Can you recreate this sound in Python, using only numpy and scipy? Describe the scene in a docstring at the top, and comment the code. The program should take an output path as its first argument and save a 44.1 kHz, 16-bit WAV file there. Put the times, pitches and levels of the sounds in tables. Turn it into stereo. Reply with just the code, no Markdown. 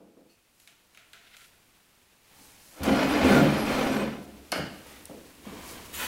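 """In a small workshop with a low rumble, a sleeve rustles throughout and a wooden bench thumps dully.
A knife blade rings as it is lifted, then small things click and scrape as they are nudged aside.
A hand rubs the steel anvil and drags it: stick-slip jerks shake the boards, noise makes the scrape and
crushed grit, and narrow resonances make the steel sing. Then the knife lands on the anvil in short noise
bursts and thumps the bench, its handle ticks, and shaped noise strokes push it along the steel."""
import sys
import numpy as np
from scipy import signal
from scipy.fft import rfft, irfft, next_fast_len
from scipy.io import wavfile
from scipy.ndimage import uniform_filter1d, map_coordinates

SR = 44100
rng = np.random.default_rng(int(sys.argv[2]) if len(sys.argv) > 2 else 0)


def materialize(psi):
    """Save the field psi as 16-bit PCM at rate SR to the path in sys.argv[1].

    A 1-D psi becomes a single channel; in a 2-D psi each row is a channel.
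    """
    bounded = np.clip(np.atleast_2d(psi).T, -1, 1)
    quanta = np.round(bounded * 32767).astype(np.int16)
    wavfile.write(sys.argv[1], SR, quanta)


N = 267687  # length in samples

# In resonance and colour tables level_db compares the rows with each other.
# colour of the low room and bench rumble: pitch_hz, level_db
RUMBLE_COLOUR = [(20, -28), (45, -11.5), (70, 4.5), (110, -10.5), (280, -1), (500, -7), (1000, -23),
                 (3000, -43)]
# how alike left and right are (1 = the same): pitch_hz, likeness
ALIKE = [(25, .98), (70, .997), (140, .987), (280, .955), (550, .84), (1100, .79), (2200, .55), (4500, .42),
         (10000, .25)]
# left minus right for a source fully to one side; each source takes a share: pitch_hz, difference_db
LEAN = [(200, 0), (550, -.6), (1100, -1.6), (2200, -2.4), (4500, -1.2), (12000, -1.2)]
# how long the room takes to die away by 60 dB: pitch_hz, decay_s
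WORKSHOP = [(120, 0.46), (500, 0.63), (2000, 0.64), (5000, 0.56), (12000, 0.26)]
# how much the arm stirs its sleeve and leans on the bench, before each layer's offset: time_s, level_db
ARM = [(0, -69), (.6, -64.5), (1.3, -60.5), (2.2, -62), (2.38, -55.5), (4.3, -56), (4.8, -52), (5.4, -54),
       (5.65, -47.5)]
# quick swishes of the cloth: peak_s, half_length_s, level_db
SWISHES = [(0.326, .035, -67.5), (0.644, 0.097, -63.5), (1.428, 0.077, -58), (2.446, 0.093, -55.5),
           (2.743, 0.16, -54), (4.24, 0.02, -57), (4.9, 0.044, -57), (5.698, .06, -45), (5.858, 0.013, -49)]
# colours of rubbing cloth and of its hissing fibres: pitch_hz, level_db
RUB_COLOUR = [(150, 5.5), (300, 1.5), (600, 1), (1000, 0.5), (1500, 0), (2600, 1.5), (4000, -3), (6000, -8),
              (12000, -10)]
HISS_COLOUR = [(1500, -53), (4000, -3.5), (7000, -3), (11000, -3), (15500, -8.5)]
# dull thumps of the bench, some as the knife lands, each a few contacts:
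# start_s, level_db, contact_hz, gap_s, loss_db per contact
BUMPS = [(.003, -52.5, 406, .04, 4.5), (.168, -53.5, 417, 0.044, 3), (2.385, -58, 260, .045, 6),
         (4.521, -32.5, 407, 0.033, 1), (4.59, -32, 142, 0.05, 10), (4.86, -49.5, 530, 0.058, 5),
         (5.094, -42, 455, 0.018, 4.5), (5.464, -39, 242, 0.023, 13), (5.524, -41, 358, .04, 17)]
# resonances of the boards, damped by hands pressing on them: pitch_hz, width_hz, level_db
KNOCK = [(79, 23, 0.5), (139, 18.5, 0), (199, 43, 4), (298, 20.4, 3), (338.5, 9.7, 4), (431, 36, -1),
         (508, 64, -0.5), (684, 39, -2.5), (810, 45, -3), (1400, 450, -14)]
# ring of the lifted blade: pitch_hz, level_db, decay_s (time to fall by 60 dB)
BLADE = [(2570, -71, 0.97), (2830, -68, .4), (4350, -62, 0.19), (4554, -72, .5), (6089, -74, .5)]
# small things nudged aside: start_s, level_db, contact_hz
CLICKS = [(.5996, -55, 12000), (.6745, -49.5, 3200), (.9473, -54.5, 2800), (.9738, -48.5, 1920),
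          (1.1324, -45.5, 1990), (1.3674, -48.5, 3340)]
# resonances of those small things: pitch_hz, width_hz, level_db
CLUTTER = [(678, 43, 2), (1370, 140, 0), (2210, 950, -2.5), (2970, 560, 0.5), (3770, 1000, -5),
           (7050, 1600, -6.5), (11100, 4800, -10.5)]
# one of them scrapes across the bench: start_s, length_s, level_db
SHOVE = (1.21, 0.21, -58.5)
# the hand finds the anvil with a hollow rub: start_s, length_s, level_db
GRASP = (2.28, .17, -66)
# resonance of that hollow rub: pitch_hz, width_hz, level_db
GRASP_BODY = [(850, 74, 0)]
# effort of dragging the anvil: time_s, effort_db
DRAG = [(2.74, -59), (2.884, -26.5), (3.062, -27), (3.314, -21.5), (3.656, -30.5), (3.694, -27.5),
        (4.008, -30), (4.278, -58), (4.42, -68.5)]
# average rate at which its foot sticks and slips: time_s, slips_per_s
SLIP = [(2.78, 150), (2.88, 265), (3.15, 283), (3.32, 215), (3.5, 218), (3.78, 264), (3.95, 215)]
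# resonances of the bench top: pitch_hz, width_hz, level_db
BENCH = [(77, 12, -10), (113, 8, -11), (143, 7, -1), (156, 7, -7), (198, 7, 2), (221, 7, 2), (259, 16, -1),
         (298, 20, -2), (345, 25, -6), (378, 12, -5), (421, 16, -6), (480, 25, -11), (540, 16, -6),
         (612, 25, -16), (698, 25, -12), (808, 22, -14)]
# the foot catches and judders harder: start_s, length_s, extra_db
CATCHES = [(2.855, 0.081, 8), (3.229, .22, 7.5), (3.884, 0.14, 3)]
# the heavy foot lurches and heaves the bench: start_s, level_db, contact_hz
LURCHES = [(2.8, -36.5, 77), (3.225, -32, 75), (3.305, -53, 78.9), (3.335, -27, 146.6), (3.405, -19, 152),
           (3.465, -25.5, 147)]
# colours of the scraping foot and of crushed grit: pitch_hz, level_db
SCRAPE_COLOUR = [(180, -98), (300, -5.5), (351, -16.5), (463, -9), (550, -6), (636, -8.5), (697, -10),
                 (1180, -15), (1460, -19), (1600, -17), (3260, -23), (3970, -27.5), (7000, -39),
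                 (9100, -60), (15400, -120)]
GRIT_COLOUR = [(2500, 18), (5000, 6), (7000, 4.5), (10000, 3), (15500, -2)]
# resonances of the anvil's steel: pitch_hz, width_hz, level_db
ANVIL = [(1013, 12, -19), (1329, 16, -20), (1411, 16, -18), (1524, 9, -21), (2169, 14, -24),
         (2934, 20, -27), (4230, 120, -24), (4931, 60, -28), (5577, 14, -30), (5744, 12, -33),
         (7327, 30, -32), (8204, 20, -31), (9238, 25, -33), (11283, 16, -30), (12037, 9, -37),
         (14691, 20, -40)]
# one resonance of the steel takes over and squeals: peak_s, half_length_s, pitch_hz, extra_db
SQUEALS = [(2.86, .09, 1411, 9), (3.0, .16, 2934, 9), (3.18, .2, 4931, 6), (3.33, .13, 1524, 9),
           (3.47, .11, 12037, 11), (3.94, .15, 5744, 11)]
# the foot runs over a patch of grit: start_s, length_s, extra_db
GRIT_PATCHES = [(2.829, .03, 12), (3.24, 0.13, 4.5), (3.65, 0.23, 6)]
# the foot bites on grit: start_s, level_db, contact_hz
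CRUNCH = [(2.8335, -36.5, 8000), (2.838, -40, 10000), (2.957, -47, 10000), (2.962, -48, 9000)]
# resonances of those bites: pitch_hz, width_hz, level_db
CRUNCH_MODES = [(4180, 2600, 16), (12300, 5300, 16)]
# the knife lands on the anvil: start_s, level_db, contact_hz
LANDING = [(4.5185, -26.5, 5050), (4.5245, -24.5, 1500), (4.5565, -32.5, 1230), (4.5665, -46, 8950),
           (4.577, -37.5, 3500)]
# resonances of the knife lying on steel: pitch_hz, width_hz, level_db
KNIFE = [(575, 183, 10), (808, 960, 1), (1193, 140, 3), (1360, 34, 0.5), (1460, 48, 6), (1625, 180, 0),
         (1875, 60, 1.5), (2130, 120, -1.5), (2880, 240, 2.5), (3040, 180, 2), (3640, 750, -10.5),
         (4250, 105, -3.5), (4750, 370, -8.5), (5020, 430, -11), (7050, 2100, -14), (9300, 1160, -7.5),
         (12200, 2800, -10)]
# the knife is pushed over the anvil: start_s, length_s, level_db, brightness_db per octave
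PUSHES = [(4.842, 0.13, -52.5, -1), (5.434, .35, -47.5, -3.5), (5.923, 0.11, -35, 2.2),
          (5.979, .07, -33, -1.5)]
# colour of the pushed knife before brightening: pitch_hz, level_db
SLIDE_COLOUR = [(150, -22), (290, -9), (400, -15), (690, -7.5), (1000, -6.5), (1400, -7), (2000, -6.5),
                (2750, -5.5), (3500, -8), (4900, -14), (11000, -14), (15500, -16.5)]
# the handle ticks on the steel: start_s, level_db, contact_hz
TICK = [(5.055, -42, 11000)]
# resonances of the tick: pitch_hz, width_hz, level_db
TICK_MODES = [(3700, 350, 5), (5200, 1700, -2), (9250, 950, 3.5), (14000, 3000, -8)]

TOP_HZ = 15800  # nothing is heard from here up
STEADY_DB = -29  # the effort at which the anvil slides evenly
# how each part of the drag follows the effort: (dB when sliding evenly, dB per dB of effort)
JUDDER_LAW, SCRAPE_LAW, GRIT_LAW, BOOM_LAW = (-30, 0.65), (-31, 0.89), (-41, 1), (-44, 0.29)
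BREAK_S, BREAK_RISE_S = 2.785, 0.029  # when the foot breaks free, and how fast the bench starts to shake
# seconds to rise, and seconds to fall to about a third
CATCH_ATTACK_S, CATCH_RELEASE_S = .05, 0.034
PATCH_ATTACK_S, PATCH_RELEASE_S = 0.0038, 0.012
PUSH_ATTACK_S, PUSH_RELEASE_S = 0.024, 0.076
RUB_ATTACK_S, RUB_RELEASE_S = 0.036, 0.084
DULLING = 0.8  # contact pitch of each rebound over the one before


def amp(db):
    """Turns decibels into gain."""
    return 10 ** (np.asarray(db) / 20)


def unit(x):
    """Scales x to an average (rms) strength of 1."""
    return x / np.sqrt(np.mean(x ** 2) + 1e-20)


def along(points, hz):
    """Reads a table of (pitch, value) between its rows, on a log pitch axis."""
    f, v = np.transpose(points)
    return np.interp(np.log(hz + 1), np.log(f), v)


def gains(rows, fade=None):
    """One gain per sample from (s, dB) rows; outside them it holds, or fades out over the fade time."""
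    s, db = np.transpose(rows)
    t = np.arange(N) / SR
    gain = amp(np.interp(t, s, db))
    if fade:
        outside = np.maximum(np.maximum(s[0] - t, t - s[-1]), 0)
        gain = gain * np.exp(-outside / fade)
    return gain


def wobble(rate):
    """A smooth random curve with rate random points a second."""
    knots = rng.standard_normal(int(N * rate / SR) + 4)
    return map_coordinates(knots, [np.arange(N) * rate / SR])


def filtered(x, response):
    """Multiplies the spectrum of x by a response that depends on frequency."""
    n = x.shape[-1]
    m = next_fast_len(n + SR // 2)  # spare room so that the end does not wrap to the start
    return irfft(rfft(x, m) * response(np.fft.rfftfreq(m, 1 / SR)), m)[..., :n]


def coloured(x, spectrum):
    """Gives x a (pitch, dB) colour, at rms 1."""
    return unit(filtered(x, lambda hz: amp(along(spectrum, hz))))


def resonate(x, modes):
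    """Rings x through resonances, each favouring a band around its own pitch."""
    def response(f):
        total = 0
        for k, (centre, width, db) in enumerate(modes):
            peak = 1j * f * width / (centre * centre - f * f + 1j * f * width)
            total = total + (-1) ** k * amp(db) * peak  # signs alternate
        return total
    return filtered(x, response)


def spread(x):
    """Makes two unrelated signals a stereo pair: alike in the bass, apart in the treble."""
    def shares(hz):
        turn = np.arccos(np.clip(along(ALIKE, hz), -1, 1)) / 2
        return np.array([np.cos(turn), np.sin(turn)])
    mid, side = filtered(x, shares)
    return np.array([mid + side, mid - side])


def friction(grain_db, grain_rate):
    """Stereo noise that comes in small clumps, as rough surfaces catch."""
    noise = spread(rng.standard_normal((2, N)))
    return unit(noise * amp(grain_db * wobble(grain_rate)))


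def speckled(x, depth_db, spacing_hz):
    """The many close, weak resonances of wood and steel ripple the spectrum of x."""
    knots = rng.standard_normal(SR // 4)
    ripple = lambda hz: amp(depth_db * map_coordinates(knots, [hz / spacing_hz], order=1))
    return unit(filtered(x, ripple))


def strikes(rows, modes, contact_t60, room_db, breadth):
    """Each contact is a noise burst plus room tail, pitched by its hardness and rung through the modes."""
    out, t = np.zeros((2, N + SR)), np.arange(SR // 2) / SR
    for s, db, contact_hz in rows:
        # in the room tail every band of noise dies away at its own speed
        hz, age, z = signal.stft(rng.standard_normal((2, len(t))), SR, nperseg=256)
        decay = amp(-60 * age / along(WORKSHOP, hz)[:, None])
        tail = signal.istft(z * decay, SR, nperseg=256)[1][:, :len(t)]
        burst = rng.standard_normal((2, len(t))) * amp(-60 * t / contact_t60)
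        force = spread(unit(burst) + amp(room_db) * unit(tail))
        contact = resonate(force, [(contact_hz, breadth * contact_hz, 0)])
        hit = resonate(contact, modes)
        # the level of a hit is that of its loudest sixtieth of a second
        loudest = np.sqrt(uniform_filter1d(np.mean(hit ** 2, axis=0), size=SR // 60).max())
        out[:, round(s * SR):][:, :len(t)] += amp(db) * hit / loudest
    return out[:, :N]


def stroke(start, length, attack, release):
    """An envelope that rises, holds until its length is over and dies away."""
    t = np.arange(N) / SR - start
    return np.clip(t / attack, 0, 1) * np.exp(-np.maximum(t - length, 0) / release)


def swell(s, half):
    """A smooth rise and fall around a moment."""
    return np.exp(-((np.arange(N) / SR - s) / half) ** 2)


def driven(law):
    """The gain of a layer that grows with the effort of the drag."""
    db, growth = law
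    return amp(db) * (gains(DRAG, fade=0.016) / amp(STEADY_DB)) ** growth


def broken_free():
    """0 while the anvil still sticks, rising to 1 as it begins to move."""
    return np.clip((np.arange(N) / SR - BREAK_S) / BREAK_RISE_S, 0, 1)


def room_rumble(floor_db=-77, leaning_db=-3.5):
    """Low room noise; once the anvil moves, the bench booms under the drag and the leaning arm."""
    boom = broken_free() * np.hypot(amp(leaning_db) * gains(ARM), driven(BOOM_LAW))
    noise = spread(rng.standard_normal((2, N)))
    return np.hypot(amp(floor_db), boom) * coloured(noise, RUMBLE_COLOUR)


def sleeve(rub_db=-1, hiss_db=-5):
    """Cloth rubs and hisses as the arm moves, and swishes at each quick turn."""
    arm = gains(ARM)
    swishes = sum(amp(db) * swell(s, half) for s, half, db in SWISHES)
    cloth = friction(grain_db=0.65, grain_rate=61)
    fibres = friction(grain_db=1, grain_rate=600)
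    rub = amp(rub_db) * arm * coloured(cloth, RUB_COLOUR)
    hiss = np.hypot(amp(hiss_db) * arm, swishes) * coloured(fibres, HISS_COLOUR)
    return rub + hiss


def settling(bumps, count):
    """Each bump rebounds, every contact softer and duller than the last."""
    contacts = []
    for s, db, hz, gap, loss_db in bumps:
        for k in range(count):
            contacts.append((s + k * gap, db - k * loss_db, hz * DULLING ** k))
    return contacts


def rubbing(start, length, db, modes):
    """A short rub that sounds through the resonances of the thing touched."""
    rub = unit(resonate(friction(grain_db=4.0, grain_rate=76), modes))
    return amp(db) * stroke(start, length, RUB_ATTACK_S, RUB_RELEASE_S) * rub


def bumps_and_handling():
    """The bench thumps under hands and the landing knife; small things are nudged, the anvil is held."""
    bumps = strikes(settling(BUMPS, count=3), KNOCK, contact_t60=0.014, room_db=0, breadth=0.71)
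    clicks = strikes(CLICKS, CLUTTER, contact_t60=0.02, room_db=0, breadth=2.4)
    shove = rubbing(*SHOVE, CLUTTER[1:5])
    grasp = rubbing(*GRASP, GRASP_BODY)
    return bumps + clicks + shove + grasp


def blade_ring(start=.297):
    """The blade rings faintly as it leaves the bench: fading tones with a slightly unsteady phase."""
    t = np.maximum(np.arange(N) / SR - start, 0)
    ring = 0
    for hz, level, t60 in BLADE:
        tone = np.sin(2 * np.pi * hz * t + 1.8 * wobble(119))
        ring = ring + amp(level - 60 * t / t60) * tone
    return ring * (t > 0)


def slips(scatter, size_db):
    """Jerks of a foot that sticks and slips, uneven in time and size."""
    rate = np.interp(np.arange(N) / SR, *np.transpose(SLIP))
    uneven_rate = rate * np.exp(scatter * wobble(300))
    # a slip happens each time the running count passes a whole number
    at = np.flatnonzero(np.diff(np.floor(np.cumsum(uneven_rate) / SR)))
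    return np.bincount(at, amp(size_db * rng.standard_normal(len(at))), N)


def juddering_boards():
    """Slips and rough friction shake the bench top, which rings at its own pitches."""
    catch_db = sum(db * stroke(s, length, CATCH_ATTACK_S, CATCH_RELEASE_S) for s, length, db in CATCHES)
    jerks = unit(slips(scatter=.23, size_db=4.0)) + 0.76 * friction(grain_db=-1.5, grain_rate=120)
    return broken_free() * driven(JUDDER_LAW) * amp(catch_db) * unit(resonate(jerks, BENCH))


def singing_steel(swell_db, swells_per_s):
    """Friction feeds each anvil mode; they waver as the foot's contact shifts, and at times one squeals."""
    drive, out = friction(grain_db=2, grain_rate=13), 0
    nearest = lambda f: min(ANVIL, key=lambda mode: abs(mode[0] - f))[0]
    for hz, width, db in ANVIL:
        ring = signal.lfilter(*signal.iirpeak(hz, hz / width, SR), drive)
        wavering = unit(amp(swell_db * wobble(swells_per_s)) * ring)
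        squeal_db = sum(extra * swell(s, half) for s, half, f, extra in SQUEALS if nearest(f) == hz)
        out = out + amp(db + squeal_db) * wavering
    return out


def scraping_foot(steel_db=3):
    """The grinding foot scrapes over the boards and keeps the steel ringing."""
    grind = speckled(friction(grain_db=1.8, grain_rate=150), depth_db=3, spacing_hz=22)
    steel = singing_steel(swell_db=3, swells_per_s=8)
    return driven(SCRAPE_LAW) * (coloured(grind, SCRAPE_COLOUR) + amp(steel_db) * steel)


def crushed_grit():
    """Grit under the foot hisses as it is ground, louder over patches, and crunches when bitten."""
    patch_db = sum(db * stroke(s, length, PATCH_ATTACK_S, PATCH_RELEASE_S) for s, length, db in GRIT_PATCHES)
    grains = speckled(friction(grain_db=0.5, grain_rate=310), depth_db=4.5, spacing_hz=34.96)
    sand = driven(GRIT_LAW) * amp(patch_db) * coloured(grains, GRIT_COLOUR)
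    crunch = strikes(CRUNCH, CRUNCH_MODES, contact_t60=0.023, room_db=-1, breadth=8.6)
    return sand + crunch


def anvil_drag():
    """The dragged anvil judders, heaves the bench, scrapes and crushes grit."""
    heave = strikes(LURCHES, KNOCK, contact_t60=0.03906, room_db=-6, breadth=0.18)
    return juddering_boards() + heave + scraping_foot() + crushed_grit()


def knife_landing():
    """The knife clatters onto the anvil, and its handle ticks on the steel."""
    crack = strikes(LANDING[:1], KNIFE, contact_t60=0.014, room_db=-2.5, breadth=0.19)  # first, hard touch
    clatter = strikes(LANDING[1:], KNIFE, contact_t60=0.012, room_db=1.0, breadth=2.1)
    tick = strikes(TICK, TICK_MODES, contact_t60=.011, room_db=-9, breadth=1.3)
    return crack + clatter + tick


def push(start, length, db, brightness_db):
    """The knife rubs over the steel in one short stroke."""
    rub = speckled(friction(grain_db=0.0, grain_rate=560), depth_db=4.0, spacing_hz=58.95)
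    lowest_hz = SLIDE_COLOUR[0][0]
    colour = [(hz, level + brightness_db * np.log2(hz / lowest_hz)) for hz, level in SLIDE_COLOUR]
    return amp(db) * stroke(start, length, PUSH_ATTACK_S, PUSH_RELEASE_S) * coloured(rub, colour)


def knife():
    """The knife rings when lifted, lands on the anvil and is pushed along the steel."""
    return blade_ring() + knife_landing() + sum(push(*row) for row in PUSHES)


def place(x, share):
    """Leans a source to one side by a share of the left-right difference."""
    return filtered(x, lambda hz: amp(share * np.outer([.5, -.5], along(LEAN, hz))))


def scene(near_share=0.11):
    """The anvil stands to the right; bumps, handling, knife and sleeve are nearer the middle."""
    near = bumps_and_handling() + sleeve() + knife()
    return room_rumble() + place(near, near_share) + place(anvil_drag(), 0.93)


def record(dry):
    """Removes everything from the top frequency up."""
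    return filtered(dry, lambda hz: hz < TOP_HZ)


dry = scene()
out = record(dry)
materialize(out)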